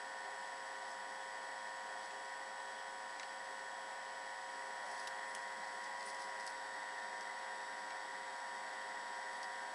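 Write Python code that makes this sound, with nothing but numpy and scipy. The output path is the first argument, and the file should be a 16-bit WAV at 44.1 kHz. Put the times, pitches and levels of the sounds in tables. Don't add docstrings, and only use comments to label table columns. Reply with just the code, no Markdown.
import sys
import numpy as np
from scipy import signal
from scipy.io import wavfile
from scipy.ndimage import uniform_filter1d

SR = 44100
rng = np.random.default_rng(int(sys.argv[2]) if len(sys.argv) > 2 else 0)


def linear_from_db(decibels):
    return 10 ** (np.asarray(decibels, float) / 20)


def wrap_up_sound(samples):
    columns = np.atleast_2d(samples).T
    tamed = np.clip(columns, -1, 1)
    steps = np.round(tamed * 32767).astype(np.int16)
    wavfile.write(sys.argv[1], SR, steps)


N = 429534

# time_s, ninth_multiple_hz
FAN_SPEED = [(0, 960.5), (.38, 963), (1.9, 957.7), (2.27, 964.2), (3.1, 961.7), (3.8, 962.4), (5.5, 959.3),
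             (7.2, 956.5), (7.7, 958.2), (8.3, 958.2), (8.6, 956.6), (9.15, 957), (9.4, 959), (9.74, 958.3)]
# time_s, place (0 first, 1 second, 2 third; may lie between or slightly beyond)
LISTENING_PLACE = [
    (0, 0.17),
    (4.3, 0),
    (5.0, 0.85),
    (6.3, 0.98),
    (6.7, 2.2),
    (9.74, 1.7),
]
FAN_LEVEL_DB = [-0.73, 0.53, -0.2]
# multiple of shaft speed (rounded to a whole number),
# then level_db at each of the three places
FAN_TONES = [(2, -88, -82, -83.5), (4, -78, -94, -79.5), (5, -59.5, -61, -61), (6, -71, -67, -68.5),
             (7, -61, -64.5, -60.5), (8, -64, -67.5, -63), (8.95, -53, -52, -51.5), (10, -59, -57.5, -59),
             (11, -64.5, -64.5, -63.5), (13, -67.5, -65, -64.5), (14, -59.5, -62, -62),
             (15, -74, -62.5, -63), (16, -62.5, -62, -67), (17, -57, -56, -57.5), (18, -64, -58.5, -61),
             (19, -80.5, -62, -75), (21, -73, -73, -73), (22, -80, -90, -87), (31.48, -69, -69.5, -74),
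             (35, -76.5, -85, -71),
             (12, -74, -80, -77), (20, -77, -76, -88), (24, -78, -81, -87), (27, -82, -86, -77),
               (33, -82, -81, -77), (36, -83, -88, -80), (40, -80, -80, -86), (41, -81, -78, -76),
               (44, -81, -80, -76), (45, -80, -82, -79), (48, -80, -85, -87), (49, -82, -76, -89),
               (50, -81, -77, -87), (51, -84, -95, -76), (54, -83, -80, -79)]
MOUTH_TONES = (13, 14, 16, 16, 17, 21, 27, 27, 31, 31, 33, 33, 41)
# pitch_hz, level_db (per Hz)
AIR_NOISE = [(20, -102), (60, -105), (150, -104), (370, -101), (500, -88), (1200, -88), (1600, -84),
             (2300, -93), (2700, -95.5), (6500, -102), (9000, -100), (10500, -104), (11500, -112),
             (12300, -122)]
# pitch_hz, width_hz, first_level_db, last_level_db (both per Hz)
BOTTLE_RINGS = [(212.7, 33, -90.5, -89.5), (283, 12, -96, -101), (302, 71, -91, -89),
                (403.6, 15.3, -79.5, -79), (468, 36, -87, -89), (684, 43, -81, -97),
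                (702, 26.4, -76.5, -77.5), (788, 180, -78, -78), (894, 40, -84.5, -82),
                (987.7, 14, -77.5, -76.5), (1435, 14, -96, -102), (1610, 28, -88.5, -79),
                (1805, 75, -79.5, -77), (1915, 102, -76.5, -75), (2013, 57, -81, -76),
                (3000, 220, -92, -105), (3244, 320, -92.5, -91.5), (3750, 760, -99, -96.5),
                (4605, 270, -95, -91), (5000, 1400, -95, -100), (5330, 710, -99, -94),
                (7300, 1800, -104, -104)]
# middle_s, length_s, body_level_db, edge_level_db, crackle_db
PAPER_BENDS = [(.9, .15, -65, -78, 8), (2.053, 0.055, -62, -71, 4), (4.92, 0.071, -61, -66, 4),
               (5.006, 0.093, -58.5, -64.5, 3.5), (5.3, 0.042, -72, -65, 3), (5.845, .05, -61, -71, 3),
               (6.07, 0.035, -64, -57, 3), (6.095, 0.042, -57.5, -64, 1), (6.212, .065, -60, -66, 2),
               (6.42, .06, -60, -71, 6), (6.485, .05, -66, -66, 3), (9.35, .15, -70, -71, 5)]
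# pitch_hz, width_hz
PAPER_BANDS = [
    (5100, 1900),
    (9300, 1200),
]
# middle_s, pitch_hz, level_db
SOFT_BUMPS = [
    (3.205, 2070, -60),
    (4.847, 600, -56),
    (5.598, 200, -67),
    (7.92, 2300, -63),
]
# pitch_hz, width_hz, level_db (against the peak)
KNOCK_RINGS = [(2200, 510, -6), (3170, 310, -12), (3900, 1500, -9), (4900, 900, -13), (6000, 1200, -14),
               (9000, 2000, -28)]
# pitch_hz, width_hz, level_db (against the peak)
FLICK_RINGS = [(2950, 500, -14), (3920, 460, -14), (4720, 600, -14), (5300, 690, -11), (7000, 1300, -17),
               (9700, 2600, -16)]
# pitch_hz, width_hz, level_db (against the peak)
SNAP_RINGS = [(2300, 600, -16), (3100, 600, -11.5), (4400, 1100, -19), (6200, 1700, -12),
              (8800, 1800, -12.5), (10400, 1400, -18)]
# pitch_hz, width_hz, level_db (against the peak)
CREASE_RINGS = [(3000, 1500, -19), (4870, 700, -9.5), (5430, 750, -12), (6800, 1800, -19),
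                (9200, 1700, -18.5)]
# start_s, peak_db, pitch_scale (1 = usual), brightness_db (per octave)
KNOCK_TIMES = [
    (2.1076, -48, 1.2, 0),
    (3.1955, -35.5, 1.1, 3),
    (3.2297, -40.5, 0.92, -2),
    (7.905, -43, 1., 0),
]
# start_s, peak_db, pitch_scale (1 = usual), brightness_db (per octave)
FLICK_TIMES = [
    (4.9764, -47, 1., 2),
    (5.0715, -33, 1., 0),
    (5.0755, -36, 1., 0.22),
]
# start_s, peak_db, pitch_scale (1 = usual), brightness_db (per octave)
SNAP_TIMES = [
    (4.863, -48, 1., 1),
    (5.348, -33, 1., 1.5),
    (5.36, -46, 0.91, 0),
]
# start_s, peak_db, pitch_scale (1 = usual), brightness_db (per octave)
CREASE_TIMES = [(5.842, -46, 1.1, -3), (5.9958, -45, .97, 0), (6.0054, -42, .97, -1),
                (6.0267, -40, 0.93, 0), (6.099, -40, .97, 3), (6.1444, -42, 1., 4), (6.2174, -44, 1.05, 7),
                (6.2394, -44, 0.87, 4), (6.4056, -44, 1.05, 0), (6.464, -40, .99, 13), (6.4746, -33, 1, -1),
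                (6.478, -41, 0.88, -2), (6.5004, -45, 1.15, 1), (7.207, -39, 1.08, -1),
                (9.429, -35, 0.99, -1), (9.441, -41, 1., -6)]


def evened(x):
    return x / np.sqrt(np.mean(x ** 2) + 1e-30)


def curve(rows, column=1):
    rows = np.array(rows)
    return np.interp(np.arange(N) / SR, rows[:, 0], rows[:, column])


def wander(hz):
    coarse = rng.standard_normal(N // 100 + 2)
    smooth = signal.lfilter(*signal.butter(2, hz * 200 / SR), coarse)
    return np.interp(np.arange(N) / 100, np.arange(len(coarse)), evened(smooth))


def band(x, hz, width):
    edges = [hz - width / 2, hz + width / 2]
    return signal.sosfilt(signal.butter(2, edges, "band", fs=SR, output="sos"), x)


def cover():
    middle_s, half_s = 6.12, 0.29
    return np.exp(-((np.arange(N) / SR - middle_s) / half_s) ** 2)


def shaft_angle():
    speedup_hz, tremble_hz = 12.0, 0.05
    tremble = tremble_hz * wander(hz=20.0)
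    turns_per_s = (curve(FAN_SPEED) + speedup_hz * cover()) / 9 + tremble
    return 2 * np.pi * np.cumsum(turns_per_s) / SR


def fan_level():
    return linear_from_db(np.interp(curve(LISTENING_PLACE), range(3), FAN_LEVEL_DB))


def motor(angle):
    out = np.zeros(N)
    place = curve(LISTENING_PLACE)
    paper_db = -5.5 * cover()
    for multiple, *place_db in FAN_TONES:
        k = round(multiple)
        sway_db = (0.5 + 0.018 * multiple) * wander(hz=2.85)
        db = np.interp(place, range(3), place_db) + sway_db + MOUTH_TONES.count(k) * paper_db
        lag = -0.88 * k ** 2 + 0.18 * wander(hz=3.9)
        strength = linear_from_db(db[::8]).repeat(8)[:N]
        out += np.sqrt(2) * strength * np.cos(k * angle + lag)
    return out


def air(angle):
    frames = N // 1024 + 5
    hz = np.fft.rfftfreq(4096, 1 / SR)
    late = np.interp(np.arange(frames) * 1024 / SR, *np.transpose(LISTENING_PLACE)) / 2
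    smooth_hz, smooth_db = np.transpose(AIR_NOISE)
    smooth = linear_from_db(np.interp(np.log(hz + 1), np.log(smooth_hz), smooth_db))
    power = smooth[:, None] ** 2 * np.ones(frames)
    for ring_hz, width, first_db, last_db in BOTTLE_RINGS:
        shape = 1 / (1 + (2 * (hz - ring_hz) / width) ** 4)
        power += shape[:, None] * linear_from_db(first_db + (last_db - first_db) * late) ** 2
    real, imaginary, patches = rng.standard_normal((frames, len(hz), 3)).T
    patches = uniform_filter1d(patches, size=40, axis=0)
    patches = evened(uniform_filter1d(patches, size=5, axis=1))
    spectrum = (real + 1j * imaginary) * np.sqrt(power) * linear_from_db(0.59 * patches + 9.5)
    rush = signal.istft(spectrum, nperseg=4096, noverlap=3072)[1][:N]
    treble = band(rush, hz=6900, width=7900)
    body = band(rush, hz=1390, width=1680)
    body_pulse = 0.27 * np.cos(angle + 1.55)
    treble_pulse = 0.18 * np.cos(angle) + 0.098 * wander(hz=152.0)
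    return rush + body * body_pulse + treble * treble_pulse


def whine():
    whine_hz, frame_hz, flip_rad = 7867.13, 29.97, 1.75
    t = np.arange(N) / SR
    frame = t * frame_hz + 0.225
    flip = uniform_filter1d(0.5 - np.floor(frame) % 2, size=30)
    since_blip_s = ((2 * frame + 0.6) % 1 - 0.5) / (2 * frame_hz)
    carrier = 2 * np.pi * whine_hz * t
    blip_swell = np.exp(-(since_blip_s / 0.0028) ** 2)
    blip = -1.1 * flip * blip_swell * np.sin(carrier - 2 * np.pi * 120 * since_blip_s)
    gap = 1 - 0.89 * np.exp(-((t - 8.375) / 0.0099) ** 2)
    return np.sqrt(2) * linear_from_db(-67.0) * gap * (np.cos(carrier + flip_rad * flip) + blip)


def rustles():
    out, t = np.zeros(N), np.arange(N) / SR
    noise, clumps = rng.standard_normal(N), wander(hz=200.0)
    bursts = []
    for middle_s, length_s, *part_db, crackle_db in PAPER_BENDS:
        for (hz, width), db in zip(PAPER_BANDS, part_db):
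            bursts.append((middle_s, length_s, hz, width, db, crackle_db))
    for middle_s, hz, db in SOFT_BUMPS:
        bursts.append((middle_s, 0.05, hz, 50.0, db, 0))
    for middle_s, length_s, hz, width, db, crackle_db in bursts:
        part = slice(round((middle_s - length_s) * SR), round((middle_s + length_s) * SR))
        swell = np.exp(-(2 * (t[part] - middle_s) / length_s) ** 2)
        crackle = band(noise[part] * linear_from_db(crackle_db * clumps[part]), hz, width)
        out[part] += linear_from_db(db) * evened(swell * crackle) * np.sqrt(np.mean(swell ** 2))
    return out


def ticks():
    rise_s, fade_s, after_s, after_share = 0.0018, 0.0013, 0.012, 0.06
    strike = 6.0
    out, t = np.zeros(N), np.arange(1500) / SR
    fade = np.exp(-t / fade_s) + after_share * np.exp(-t / after_s)
    fade = fade * (1 - np.exp(-(t / rise_s) ** 2))
    contact = strike * (np.arange(len(t)) == np.argmax(fade))
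    kinds = ((KNOCK_TIMES, KNOCK_RINGS), (FLICK_TIMES, FLICK_RINGS),
             (SNAP_TIMES, SNAP_RINGS), (CREASE_TIMES, CREASE_RINGS))
    for times, rings in kinds:
        for start_s, peak_db, pitch_scale, brightness_db in times:
            noise = rng.standard_normal((len(rings), len(t))) + contact
            tick = np.zeros(len(t))
            for burst, (hz, width, db) in zip(noise, rings):
                ring = evened(band(fade * burst, hz * pitch_scale, width))
                tick += linear_from_db(db + brightness_db * np.log2(hz / 5000)) * ring
            start = round(start_s * SR)
            out[start:start + len(t)] += linear_from_db(peak_db - 13.5) * tick
    return out


def scene():
    angle = shaft_angle()
    fan = (motor(angle) + air(angle)) * fan_level()
    return (fan + ticks() + rustles())[None]


def top_cut(x):
    return signal.sosfilt(signal.butter(12, 12260, fs=SR, output="sos"), x)


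def record(dry):
    dull = signal.sosfilt(signal.butter(8, 11300, fs=SR, output="sos"), dry)
    return top_cut(dull + whine())


dry = scene()
out = record(dry)
wrap_up_sound(out)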